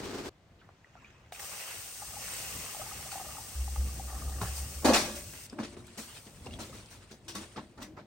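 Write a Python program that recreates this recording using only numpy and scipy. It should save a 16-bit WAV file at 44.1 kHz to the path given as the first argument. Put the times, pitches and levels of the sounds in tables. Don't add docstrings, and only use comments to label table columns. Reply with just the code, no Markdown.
import sys
import numpy as np
from scipy import signal
from scipy.fft import rfft, irfft, next_fast_len
from scipy.io import wavfile
from scipy.ndimage import uniform_filter1d, map_coordinates

SR = 44100
rng = np.random.default_rng(int(sys.argv[2]) if len(sys.argv) > 2 else 0)


def to_wav(sig):
    pcm = np.clip(np.atleast_2d(sig), -1, 1) * 32767
    pcm = np.round(pcm).astype(np.int16)
    wavfile.write(sys.argv[1], SR, pcm.T)


N = 355446

GARDEN_END_S, TURNING_START_S = 0.295, 5.469
SIMMER_START_S = 1.392
HISS_FADE_DB_PER_S, SPIT_FADE_DB_PER_S = 1.16, 1.5
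SIMMER_HISS_DB, SIMMER_SPIT_DB = -46, -57
SURGE_RISE_S, SURGE_T60_S = 0.01, 0.46
TOUCH_LEAD_S, TOUCH_RISE_S, TOUCH_DB = 0.025, .05, -7
FLOP_SAG_DB_PER_S = 64
DAMPED_ABOVE_HZ = 440
TOP_HZ = 15900

# time in seconds, level in dB.
TRICKLE_FLOW = [(1.33, -72), (1.38, -52.5), (1.57, -54.5), (1.99, -62), (2.025, -50), (2.08, -53.5),
                (2.604, -55.5), (2.8, -52.5), (3.0, -54), (3.2, -51.5), (3.5, -57), (4.06, -61),
                (4.1, -45.5), (4.23, -51), (4.583, -52), (4.8, -59)]
# time in seconds, level in dB.
FIRE_RUMBLE = [(0.3, -63), (1.8, -63.5), (2.25, -54.5), (3.5, -57), (3.8, -50), (4.9, -52.5), (5.25, -53),
               (5.45, -61), (5.75, -52.5), (6.1, -61.5), (6.28, -56.5), (6.5, -52.5), (7.1, -59.5),
               (7.7, -57), (8.06, -60)]
# start in seconds, level in dB, initial pitch in Hz, t60 in seconds.
FAT_DROPS = [(0.845, -42, 1890, 0.018), (0.972, -51, 1335, .06), (1.046, -42.5, 2400, .025),
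             (2.020, -38, 790, 0.048), (2.166, -38, 804, 0.058), (2.690, -42, 1220, 0.04),
             (2.747, -34, 810, .02), (2.768, -38, 670, .04), (2.795, -35, 625, 0.066),
             (2.816, -35.5, 740, 0.038), (2.814, -37, 1215, .04), (2.863, -39.5, 824, .04),
             (2.912, -39, 1215, 0.05), (2.921, -39, 767, .04), (3.06, -40, 730, .035),
             (3.117, -35.5, 1340, .025), (3.126, -34, 775, .03), (3.155, -32, 755, 0.035),
             (3.177, -35, 792, .03), (3.198, -34, 776, 0.041), (3.212, -38, 737, 0.056),
             (3.246, -45, 795, .06), (3.265, -41, 608, .06), (3.289, -43, 628, 0.045),
             (3.286, -43.5, 1220, .05), (3.311, -45, 1200, 0.043), (3.35, -46, 820, 0.058),
             (3.369, -41.5, 1260, 0.04), (3.383, -37, 846, 0.042), (3.678, -37.5, 810, 0.035),
             (3.760, -31, 820, .02), (3.762, -38, 1190, .02), (3.996, -34, 783, 0.038),
             (4.22, -37, 1160, 0.036)]
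# start in seconds, level in dB, pitch in Hz, ring t60 in seconds.
TAP_EVENTS = [(0.615, -53, 1515, 0.05), (0.69, -39.5, 780, 0.016), (.953, -40, 740, 0.025),
              (1.05, -60, 2509, 0.25), (1.322, -32.5, 720, 0.025), (1.323, -34, 2340, 0.012),
              (1.348, -42, 2500, .02), (1.36, -40.5, 2510, .02), (1.397, -35.5, 1880, 0.015),
              (2.337, -31.5, 8200, 0.022), (3.118, -37, 4430, 0.02), (4.416, -38, 3850, 0.014),
              (4.459, -42, 1880, .025), (4.471, -37, 1700, 0.039), (5.498, -41.5, 5000, 0.02),
              (5.527, -45, 1000, 0.013), (5.589, -30, 1090, 0.022), (5.6, -44, 1680, 0.012),
              (5.634, -41, 3260, .012), (5.647, -49, 2200, 0.01), (5.741, -42, 750, 0.011),
              (5.743, -50, 2070, 0.011), (5.767, -35.5, 680, 0.02), (5.767, -45, 1950, .012),
              (5.869, -43.5, 8050, .006), (6.468, -41.5, 2780, 0.036), (6.509, -47, 2780, .04),
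              (6.522, -49, 2900, .035), (6.532, -43, 3260, 0.027), (6.538, -39, 3350, 0.028),
              (6.589, -34, 930, 0.021), (6.859, -46, 5130, 0.0061), (7.281, -45, 3600, .015),
              (7.353, -36, 11000, .005), (7.569, -43.5, 3800, .02), (7.578, -39, 1550, 0.02),
              (7.821, -42, 3000, 0.019), (7.829, -38, 3920, 0.0079), (7.825, -42, 11000, .005)]
# start in seconds, thud, slap and spray levels in dB, spray cutoff in Hz,
# collapse time in seconds, pitch of the trapped air in Hz, rise time constant and t60 in seconds.
LANDINGS = [(4.845, -26, -26, -25.5, 13800, 0.088, 633, 0.0028, 0.47),
            (4.939, -47, -27, -43, 14000, 0.0041, 1560, 0.0034, 0.19),
            (5.524, -43, -58, -72, 5000, 0.0048, 600, 0.0026, 0.096),
            (5.584, -39, -41.5, -46.5, 5500, 0.012, 850, .004, 0.19),
            (5.63, -51, -48, -45.5, 9000, 0.016, 2200, .002, 0.14),
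            (5.723, -53, -68, -58, 9000, 0.0017, 1210, 0.0033, 0.1),
            (5.766, -48.5, -64, -60, 8000, 0.0032, 800, 0.0022, 0.15),
            (6.458, -43.5, -44, -41.5, 9000, 0.0086, 780, .005, 0.037),
            (6.590, -45.5, -51, -46, 14000, 0.011, 935, 0.0019, 0.3),
            (7.348, -47.5, -48, -43, 14000, 0.003, 1100, 0.002, 0.25),
            (7.559, -46, -46.5, -47.5, 4500, 0.0099, 1040, 0.0037, 0.19),
            (7.576, -46, -44.5, -64, 4500, 0.0077, 900, 0.0019, 0.08),
            (7.774, -51, -54, -57, 9000, 0.027, 910, 0.0036, 0.22),
            (7.813, -49, -47, -47, 14000, 0.0062, 1260, 0.0065, 0.17),
            (7.965, -49, -48.5, -48.5, 3800, 0.018, 840, 0.0091, 0.13)]
# mean pitch in Hz, level in dB, undamped t60 in seconds.
BASIN_MODES = [(202.2, 3, 0.52), (221.4, 1.5, 0.54), (251, 4, 0.5), (272, -6.5, 0.94), (306, 9.5, 0.31),
               (339, -4, 0.9), (354, 2, 0.82), (454, -2, 0.31), (536, -3, 0.53), (575, 1.5, 0.72),
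               (620, 2, 0.84), (668, -6, 0.64), (720, -3, 0.3), (820, -13, 0.45), (877, -9, 0.61),
               (1164, 0, 0.78), (1660, 0.5, 0.71), (1896, -4, 0.62), (2065, -11.5, 0.81), (2490, -3, 0.81)]
# centre in Hz, width in Hz, level in dB.
POT_RESONANCES = [(676, 220, -6.5), (812, 106, -3), (1190, 124, -4), (1886, 59, -7.5)]
# frequency in Hz, level in dB.
BREEZE_SPECTRUM = [(25, -21), (90, -11.5), (150, -12.5), (250, -7), (370, -3), (600, -17.5), (1300, -18.5),
                   (2000, -23), (5500, -26.5), (9000, -33), (12300, -41), (16000, -43)]
YARD_SPECTRUM = [(100, -10), (200, -7), (380, -8.5), (800, -9.5), (3000, -17), (7000, -26), (12000, -38),
                 (16000, -47)]
RUMBLE_SPECTRUM = [(20, -36), (50, -2), (100, 0), (160, -6), (280, -13), (700, -20), (2000, -46.5)]
FLUE_SPECTRUM = [(20, -21), (48, -6), (70, 3.0), (110, -43), (300, -58)]
HISS_SPECTRUM = [(1200, -39), (3000, -8.5), (4200, -7), (5500, -1.5), (7200, -1.5), (8700, 1),
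                 (10000, -3.5), (12300, -9), (15500, -4.5)]
SPIT_SPECTRUM = [(150, -41), (450, -1), (800, -2.5), (1500, -1.5), (2000, 0.5), (2800, 3.5), (3700, -5.5),
                 (7000, -19)]
THUD_SPECTRUM = [(40, -32), (150, -26), (210, 7.5), (290, -1.5), (400, -2.5), (540, -6), (800, -11.5),
                 (1500, -16.5), (4000, -42)]
SPRAY_SPECTRUM = [(600, 0), (2000, 2), (3000, 1.5), (6000, 2), (8000, -2), (10000, -2), (12300, -12.5),
                  (15500, -7.5)]
SLIDE_SPECTRUM = [(200, 4), (600, 2), (1500, 1.5), (2700, 3), (4000, 1.5), (7000, -3), (8800, 1.5),
                  (10500, -2), (12300, -24), (15500, -16)]
LIFT_SPECTRUM = [(300, -9), (1200, 4.5), (2700, 3), (4000, -13), (6500, -6.5), (10000, -26), (16000, -32)]
# start in seconds, length in seconds, level in dB, pitch in Hz.
COLANDER_RUBS = [(5.88, 0.062, -55.5, 238), (7.237, 0.14, -54.5, 336.6), (7.373, 0.068, -49, 329),
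                 (7.86, 0.1, -52.5, 311)]
# frequency in Hz, correlation from 0 to 1.
PORT_LIKENESS = [(60, .985), (300, .92), (900, .68), (1800, .3), (3500, .42), (5000, .15), (7000, .28),
                 (8500, .8), (15000, .88)]
# frequency in Hz, difference in dB.
PORT_LEAN = [(100, .5), (500, 2), (1200, .5), (2600, -1.5), (4400, 5), (6500, 4), (8500, 0)]
# frequency in Hz, lead in radians.
PORT_LEAD = [(1000, 0), (1450, -.9), (3000, 1.3), (4400, .9), (5700, .2), (7700, .7), (8650, 0),
             (11950, -6.28), (12400, -6.28), (15400, -12.57)]
# start in seconds, fine hiss in dB, coarse spitting in dB,
# wetting time in seconds, boil-off t60 in seconds.
PLATE_SPILLS = [(1.319, -51, -55.5, 0.0049, 1.5), (1.4, -50, -46, 0.32, .8), (2.13, -42, -47, 0.15, 4.5),
                (3.11, -45, -51, 0.0058, 0.45), (4.409, -44, -50.5, 0.0044, 1.5),
                (4.53, -39, -54, 0.049, 0.24), (4.671, -49.5, -67, 0.027, 1.2),
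                (5.147, -42, -50, 0.016, 0.26), (5.32, -70, -51.5, 0.022, 0.48),
                (5.975, -52, -66, 0.015, 1.7), (6.595, -56, -73, 0.014, 0.82)]
# start in seconds, hold in seconds, level in dB, pitch in Hz.
FLUE_SURGES = [(3.55, 0.17, -34.5, 66), (3.776, 0.089, -29.5, 66.8), (3.96, 0.21, -38, 62.76),
               (4.22, 0.13, -34, 67), (4.445, 0.08, -36.5, 66.7), (4.598, 0.058, -39, 70.9),
               (4.743, 0.21, -42.5, 72.3), (4.961, 0.25, -55, 71.4)]
# time in seconds, level in dB.
LEAF_LIFT = [(0.32, -100), (0.56, -79), (0.85, -74), (1.0, -64.5), (1.19, -68.5), (1.3, -71)]
# time in seconds, level in dB.
LEAF_SLIDE = [(5.48, -63.5), (5.7, -62.5), (5.85, -65), (6.05, -58.5), (6.17, -55.5), (6.22, -62),
              (6.42, -60.5), (6.57, -61.5), (6.69, -61.5), (6.78, -56), (6.85, -61), (7.05, -64),
              (7.2, -76.5), (7.42, -58), (7.52, -62), (7.7, -73), (8.06, -96)]
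# start in seconds, thud in dB, spray in dB, rise time constant
# in seconds, t60 in seconds, squirt level in dB, squirt pitch in Hz.
LEAF_SQUEEZES = [(0.588, -80, -85, .004, 0.16, -65, 3100), (0.615, -78, -86, .004, 0.36, -64, 1400),
                 (1.046, -78, -85, .004, .6, -65, 2500), (5.973, -41.5, -41, 0.0087, 0.23, -44, 7500),
                 (6.265, -47, -56, .005, 0.12, -65, 2680), (6.72, -45, -47, 0.028, 0.31, -73, 3000),
                 (6.902, -53, -45.5, 0.019, 0.23, -66, 6540), (7.109, -47.5, -53, .004, 0.18, -55.5, 4930),
                 (7.280, -52.5, -45, 0.0022, 0.23, -44, 4000), (7.411, -53, -56, 0.01, 0.25, -56, 1400)]
# start in seconds,
# ring level in dB, crack level in dB, crack pitch in Hz.
STOVE_KNOCKS = [(4.414, -27.5, -34.5, 1150), (4.426, -44, -37, 900), (4.432, -37, -35, 750),
                (4.447, -38, -41, 1000), (4.456, -50, -44, 1000), (4.484, -47, -44, 1100)]
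# pitch in Hz, level in dB, t60 in seconds.
PLATE_MODES = [(105, 5.5, 0.14), (182, 4.5, 0.057), (417, -10, 0.12), (851, -11, 0.066),
               (1075, -3.5, 0.044), (1350, -11, 0.036), (1730, -12, 0.04)]
# start in seconds, level in dB, initial pitch in Hz, t60 in seconds.
AIR_POCKETS = [(4.846, -17.5, 266, 0.11), (4.850, -20, 522, .09), (4.866, -21, 833, 0.05),
               (4.888, -16.5, 257, 0.073), (4.9, -13, 520, 0.062), (4.928, -21, 683, 0.093),
               (4.956, -21, 717, 0.096), (4.99, -32, 566, 0.12), (5.075, -39, 519, 0.16),
               (5.1, -37, 218, 0.19), (5.16, -45, 335, 0.15), (5.165, -44, 573.5, 0.14),
               (5.530, -33, 252, .07), (5.571, -34, 328, .03), (5.597, -26, 215, 0.09),
               (5.6, -31.5, 106, 0.093), (5.727, -39, 350, .035), (5.769, -33, 377, 0.034),
               (5.980, -42, 680, 0.023), (6.463, -32, 434, 0.022), (6.598, -37.5, 620, 0.057),
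               (7.356, -36, 200, 0.22), (7.354, -41, 1115, 0.14), (7.56, -40, 1200, .035),
               (7.578, -35, 883, 0.063), (7.58, -33, 134, 0.058), (7.591, -39, 1050, .04),
               (7.977, -41, 885, .04), (7.99, -43, 620, .05), (6.695, -43, 520, .06),
               (6.728, -43.5, 1230, 0.042)]
# centre in Hz, width in Hz, depth in dB.
TREBLE_DIPS = [(10180, 290, -4.5), (13500, 270, -5)]


def amp(db):
    return np.exp(np.asarray(db) * (np.log(10) / 20))


def unit(x):
    return x / np.sqrt(np.mean(x ** 2) + 1e-20)


def clock():
    return np.arange(N) / SR


def along(points, hz):
    f, v = np.transpose(points)
    return np.interp(np.log(hz + 1), np.log(f + 1), v)


def curves(rows):
    s, *columns = np.transpose(rows)
    return [np.interp(clock(), s, column) for column in columns]


def between(start, end):
    return np.clip(np.minimum(clock() - start, end - clock()) / .003, 0, 1)


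def wobble(rate):
    knots = rng.standard_normal(int(N * rate / SR) + 4)
    return map_coordinates(knots, [clock() * rate])


def swell(t, rise, hold, t60):
    attack = 1 - np.exp(-np.maximum(t, 0) / rise)
    return attack * amp(-60 * np.maximum(t - hold, 0) / t60)


def filtered(x, response):
    m = next_fast_len(N + SR // 2)
    hz = np.fft.rfftfreq(m, 1 / SR)
    return irfft(rfft(x, m) * response(hz), m)[..., :N]


def add(track, s, sound):
    start = max(round(s * SR), 0)
    part = track[..., start:start + sound.shape[-1]]
    part += sound[..., :part.shape[-1]]


def crackle(rate, noise_db):
    impulses = (rng.random((2, N)) < rate / SR) * rng.standard_normal((2, N))
    bed = amp(noise_db) * rng.standard_normal((2, N))
    return unit(unit(impulses) + bed)


def patchy(pair, depth_db):
    z = signal.stft(pair, nperseg=512)[2]
    field = rng.standard_normal(z.shape[1:])
    for axis in 0, 1:
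        field = uniform_filter1d(field, size=4, axis=axis)
    return signal.istft(z * amp(depth_db * unit(field)), nperseg=512)[1][:, :N]


def burst(hz, spread, t, order):
    ratio = 1 + spread
    band = signal.butter(order, [hz / ratio, hz * ratio], "band", fs=SR)
    return unit(signal.lfilter(*band, rng.standard_normal(len(t))))


def placed(pair, spectrum):
    def mix(hz):
        turn = np.arccos(along(PORT_LIKENESS, hz)) / 2
        return amp(along(spectrum, hz)) * np.array([np.cos(turn), np.sin(turn)])

    shared, apart = filtered(pair, mix)
    return unit(np.array([shared + apart, shared - apart]))


def walls(x, t60, wet_db):
    t = np.arange(SR // 4) / SR
    tail = rng.standard_normal((2, len(t))) * amp(-60 * t / t60)
    tail = tail / np.linalg.norm(tail[0])
    return x + amp(wet_db) * signal.fftconvolve(np.atleast_2d(x), tail, axes=1)[:, :N]


def bubble(hz, cycles, glide):
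    age = np.arange(int(SR * cycles / hz) + 2) * hz / SR
    phase = 2 * np.pi * age * (1 + glide * age / cycles)
    return np.sin(phase) * amp(-60 * age / cycles) * (1 - np.exp(-age))


def garden(flutter_db=2, level_db=-40.0):
    air = placed(crackle(700, noise_db=3.5), BREEZE_SPECTRUM)
    return air * amp(level_db + flutter_db * wobble(53.3)) * between(-1, GARDEN_END_S)


def stove(yard_db=-67, rumble_db=2, throb_db=-1.0, flutter_db=-10, waver_db=2.0):
    yard = amp(yard_db) * placed(rng.standard_normal((2, N)), YARD_SPECTRUM)
    fire_db, = curves(FIRE_RUMBLE)
    rumble_level = amp(fire_db + rumble_db + 2.7 * wobble(12))
    rumble = rumble_level * placed(rng.standard_normal((2, N)), RUMBLE_SPECTRUM)
    flue_hz, = curves([(s + hold / 2, hz) for s, hold, db, hz in FLUE_SURGES])
    surges = [amp(db) * swell(clock() - s, SURGE_RISE_S, hold, SURGE_T60_S) for s, hold, db, hz in FLUE_SURGES]
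    draw = np.max(surges, axis=0)
    tone = np.sqrt(2) * np.sin(2 * np.pi * np.cumsum(flue_hz) / SR)
    flutter = placed(rng.standard_normal((2, N)), FLUE_SPECTRUM)
    throb = amp(throb_db) * tone + amp(flutter_db) * flutter
    return yard + rumble + draw * amp(waver_db * wobble(24.93)) * throb


def boiling(rise_share=0.94):
    t, before_turning = clock(), between(-1, TURNING_START_S)
    fade = np.outer([HISS_FADE_DB_PER_S, SPIT_FADE_DB_PER_S], t - SIMMER_START_S)
    simmer = between(SIMMER_START_S, TURNING_START_S) * amp(-fade)
    power = (amp([[SIMMER_HISS_DB], [SIMMER_SPIT_DB]]) * simmer) ** 2
    for s, fine_db, coarse_db, wetting, t60 in PLATE_SPILLS:
        flare = swell(t - s, rise_share * wetting, wetting, t60)
        if s < TURNING_START_S:
            flare = flare * before_turning
        power = power + (amp([[fine_db], [coarse_db]]) * flare) ** 2
    return np.sqrt(power)


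def sizzle(hiss_db=2.5, spit_db=3, ping_db=-3, count=400):
    fine, coarse = boiling()
    hiss = placed(crackle(3500, noise_db=4.0), HISS_SPECTRUM) * amp(hiss_db + 0.15 * wobble(45))
    spits = placed(patchy(crackle(600, noise_db=1), depth_db=2.0), SPIT_SPECTRUM)
    spits = spits * amp(spit_db + 0.62 * wobble(35))
    pings = np.zeros(N)
    for when, pitch, size in rng.random((count, 3)):
        ping = amp(10 * size ** 3) * bubble(3000 * 3 ** pitch, cycles=40, glide=.03)
        add(pings, when * N / SR, amp(ping_db) * ping)
    pings = pings * between(-1, TURNING_START_S)
    return walls(fine * (hiss + pings) + coarse * spits, t60=0.095, wet_db=-8.0)


def hollow(hz):
    response = 0
    for k, (centre, width, db) in enumerate(POT_RESONANCES):
        loss = 1j * hz * width
        response = response + (-1) ** k * amp(db) * loss / (centre ** 2 - hz ** 2 + loss)
    return response


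def trickle(stream_db=-3, drop_db=1, splash_db=-21, plink_db=4, count=110):
    flow_db, = curves(TRICKLE_FLOW)
    stream = patchy(crackle(600, noise_db=0), depth_db=3)[0]
    patter = unit(filtered(stream, hollow))
    force = amp(flow_db + stream_db) * between(TRICKLE_FLOW[0][0], TRICKLE_FLOW[-1][0])
    bubbles, t = np.zeros(N), np.arange(SR // 10) / SR
    for when, pitch, size in rng.random((count, 3)):
        plink = amp(plink_db + 8 * size) * bubble(550 * 3.7 ** pitch, cycles=40, glide=.08)
        add(bubbles, when * N / SR, force[int(when * N)] * plink)
    for s, db, hz, t60 in FAT_DROPS:
        ring = bubble(hz, cycles=hz * t60, glide=rng.uniform(-.04, .13))
        add(bubbles, s, amp(db + drop_db) * ring)
        add(force, s, amp(db + splash_db - 60 * t / 0.023))
    return walls(patter * force + bubbles, t60=.1, wet_db=-8)


def taps(ring_db=0, crack_db=-5):
    track, t = np.zeros(N), np.arange(SR // 20) / SR
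    for s, db, hz, t60 in TAP_EVENTS:
        crack = burst(hz, 0.56, t, order=2) * amp(crack_db - 60 * t / 0.017)
        ring = bubble(hz, cycles=hz * t60, glide=0)
        add(track, s, amp(db) * crack)
        add(track, s, amp(db + ring_db) * ring)
    return walls(track, t60=.13, wet_db=-7)


def knocks():
    track, t = np.zeros(N), np.arange(SR // 4) / SR
    ring = np.zeros(len(t))
    for hz, db, t60 in PLATE_MODES:
        ring += amp(db - 60 * t / t60) * np.sin(2 * np.pi * hz * t) * (1 - np.exp(-hz * t))
    for s, ring_db, crack_db, hz in STOVE_KNOCKS:
        crack = burst(hz, 0.61, t, order=3) * swell(t, 0.0006, 0.0032, 0.014)
        add(track, s, amp(ring_db) * ring + amp(crack_db) * crack)
    return walls(track, t60=.08, wet_db=-14)


def leaves(far_db=3.5, close_db=4, clump_db=2, pop_db=-3, count=900):
    lift_db, = curves(LEAF_LIFT)
    slide_db, = curves(LEAF_SLIDE)
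    lifted = amp(lift_db + far_db) * between(LEAF_LIFT[0][0], SIMMER_START_S)
    turned = amp(slide_db + close_db + clump_db * wobble(30)) * between(TURNING_START_S, np.inf)
    rustle = placed(patchy(crackle(300, noise_db=3), depth_db=4.0), LIFT_SPECTRUM)
    squelch = placed(patchy(crackle(1500, noise_db=4), depth_db=3), SLIDE_SPECTRUM)
    pops = np.zeros(N)
    for when, pitch, size in rng.random((count, 3)):
        pop = amp(14 * size ** 2) * bubble(900 * 10 ** pitch, cycles=20, glide=.05)
        add(pops, when * N / SR, amp(pop_db) * pop)
    return lifted * rustle + turned * (squelch + walls(pops, t60=.05, wet_db=-4))


def basin(ring_db=-11, slosh=0.00455, rub_db=3, settled_db=-1.0):
    track, t = np.zeros(N), np.arange(SR * 3 // 4) / SR
    hz, mode_db, t60 = np.transpose(BASIN_MODES)[:, :, None]
    swayed = np.cumsum(1 + slosh * wobble(13)) / SR
    onset = 1 - np.exp(-t / 0.016)
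    free = amp(mode_db - 60 * t / t60) * onset
    damping = np.maximum(hz / DAMPED_ABOVE_HZ, 1) ** 2
    damped = amp(mode_db + settled_db - 60 * t / t60 * damping) * onset
    for s, weight_db, *_ in LANDINGS:
        later = np.take(swayed, round(s * SR) + np.arange(len(t)), mode="clip")
        age = later - np.interp(s, clock(), swayed)
        strength = amp(weight_db + ring_db + rng.normal(0, 2, hz.shape))
        decay = free if s < TURNING_START_S else damped
        modes = np.sin(2 * np.pi * (hz * age + rng.random(hz.shape)))
        add(track, s, np.sum(strength * decay * modes, axis=0))
    for s, length, db, pitch_hz in COLANDER_RUBS:
        stroke = np.sin(np.pi * np.minimum(t / length, 1))
        jitter = np.cumsum(rng.normal(0, 0.043, len(t)))
        add(track, s, amp(db + rub_db) * stroke * np.sin(2 * np.pi * pitch_hz * t + jitter))
    return walls(track, t60=.06, wet_db=-19)


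def pockets(level_db=0, glide=0.061):
    track = np.zeros(N)
    for s, db, hz, t60 in AIR_POCKETS:
        add(track, s, amp(db + level_db) * bubble(hz, cycles=hz * t60, glide=glide))
    return walls(track, t60=.08, wet_db=-16)


def landing(t, rise, collapse, t60):
    return swell(t, rise, collapse, t60) * amp(-FLOP_SAG_DB_PER_S * np.minimum(t, collapse))


def flops(thud_db=1, slap_db=0, spray_db=3.5, first_spray_db=-3.0, gurgle_db=2, gurgle_s=0.052,
          lump_db=1.7, count=8):
    thud, slaps, pressed = np.zeros((3, N))
    spray, t = np.zeros((2, N)), np.arange(SR // 2) / SR
    droplets = placed(patchy(crackle(1500, noise_db=8.5), depth_db=3.0), SPRAY_SPECTRUM)
    for s, weight_db, air_db, wet_db, top_hz, collapse, hz, rise, t60 in LANDINGS:
        touch = amp(TOUCH_DB) * landing(t, TOUCH_RISE_S, 0, t60)
        blow = landing(t, rise, collapse, t60)
        for start, force in (s - TOUCH_LEAD_S, touch), (s, blow):
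            add(thud, start, amp(weight_db + thud_db) * force)
            add(slaps, start, amp(air_db + slap_db) * force * burst(hz, 0.74, t, order=3))
        squirt = landing(t, rise, 0, t60)
        dull = signal.butter(2, top_hz, fs=SR)
        for start, db in (s, wet_db + first_spray_db), (s + collapse, wet_db):
            cloud = np.take(droplets, rng.integers(N) + np.arange(len(t)), axis=1, mode="wrap")
            add(spray, start, amp(db + spray_db) * signal.lfilter(*dull, squirt * cloud))
        for late, pitch in rng.random((count, 2)):
            gurgle = bubble(hz * 2 ** (1.6 * pitch - .7), cycles=24, glide=.08)
            start = s + rise + late * (collapse + gurgle_s)
            add(slaps, start, amp(air_db + gurgle_db - 20 * late) * gurgle)
    for s, weight_db, wet_db, rise, t60, squirt_db, hz in LEAF_SQUEEZES:
        press = swell(t, rise, 0, t60)
        add(thud, s, amp(weight_db + thud_db) * press)
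        add(pressed, s, amp(wet_db + spray_db) * press)
        add(slaps, s, amp(squirt_db) * press * burst(hz, 0.43, t, order=3))
    slaps = slaps * unit(amp(lump_db * np.clip(wobble(220), -2, 2)))
    body = thud * placed(crackle(900, noise_db=-5.0), THUD_SPECTRUM)
    wet = spray + pressed * droplets
    return body + walls(slaps, t60=0.075, wet_db=-5.5) + walls(wet, t60=0.15, wet_db=-9.0)


def scene():
    background = garden() + stove() + sizzle() + trickle()
    contacts = taps() + knocks() + leaves()
    return background + contacts + basin() + pockets() + flops()


def record(dry):
    def response(hz):
        half = amp(along(PORT_LEAN, hz) / 2) * np.exp(1j * along(PORT_LEAD, hz) / 2)
        dips_db = sum(db * np.exp(-((hz - centre) / width) ** 2) for centre, width, db in TREBLE_DIPS)
        return np.array([half, 1 / half]) * amp(dips_db) * (hz < TOP_HZ)

    return filtered(dry, response)


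dry = scene()
out = record(dry)
to_wav(out)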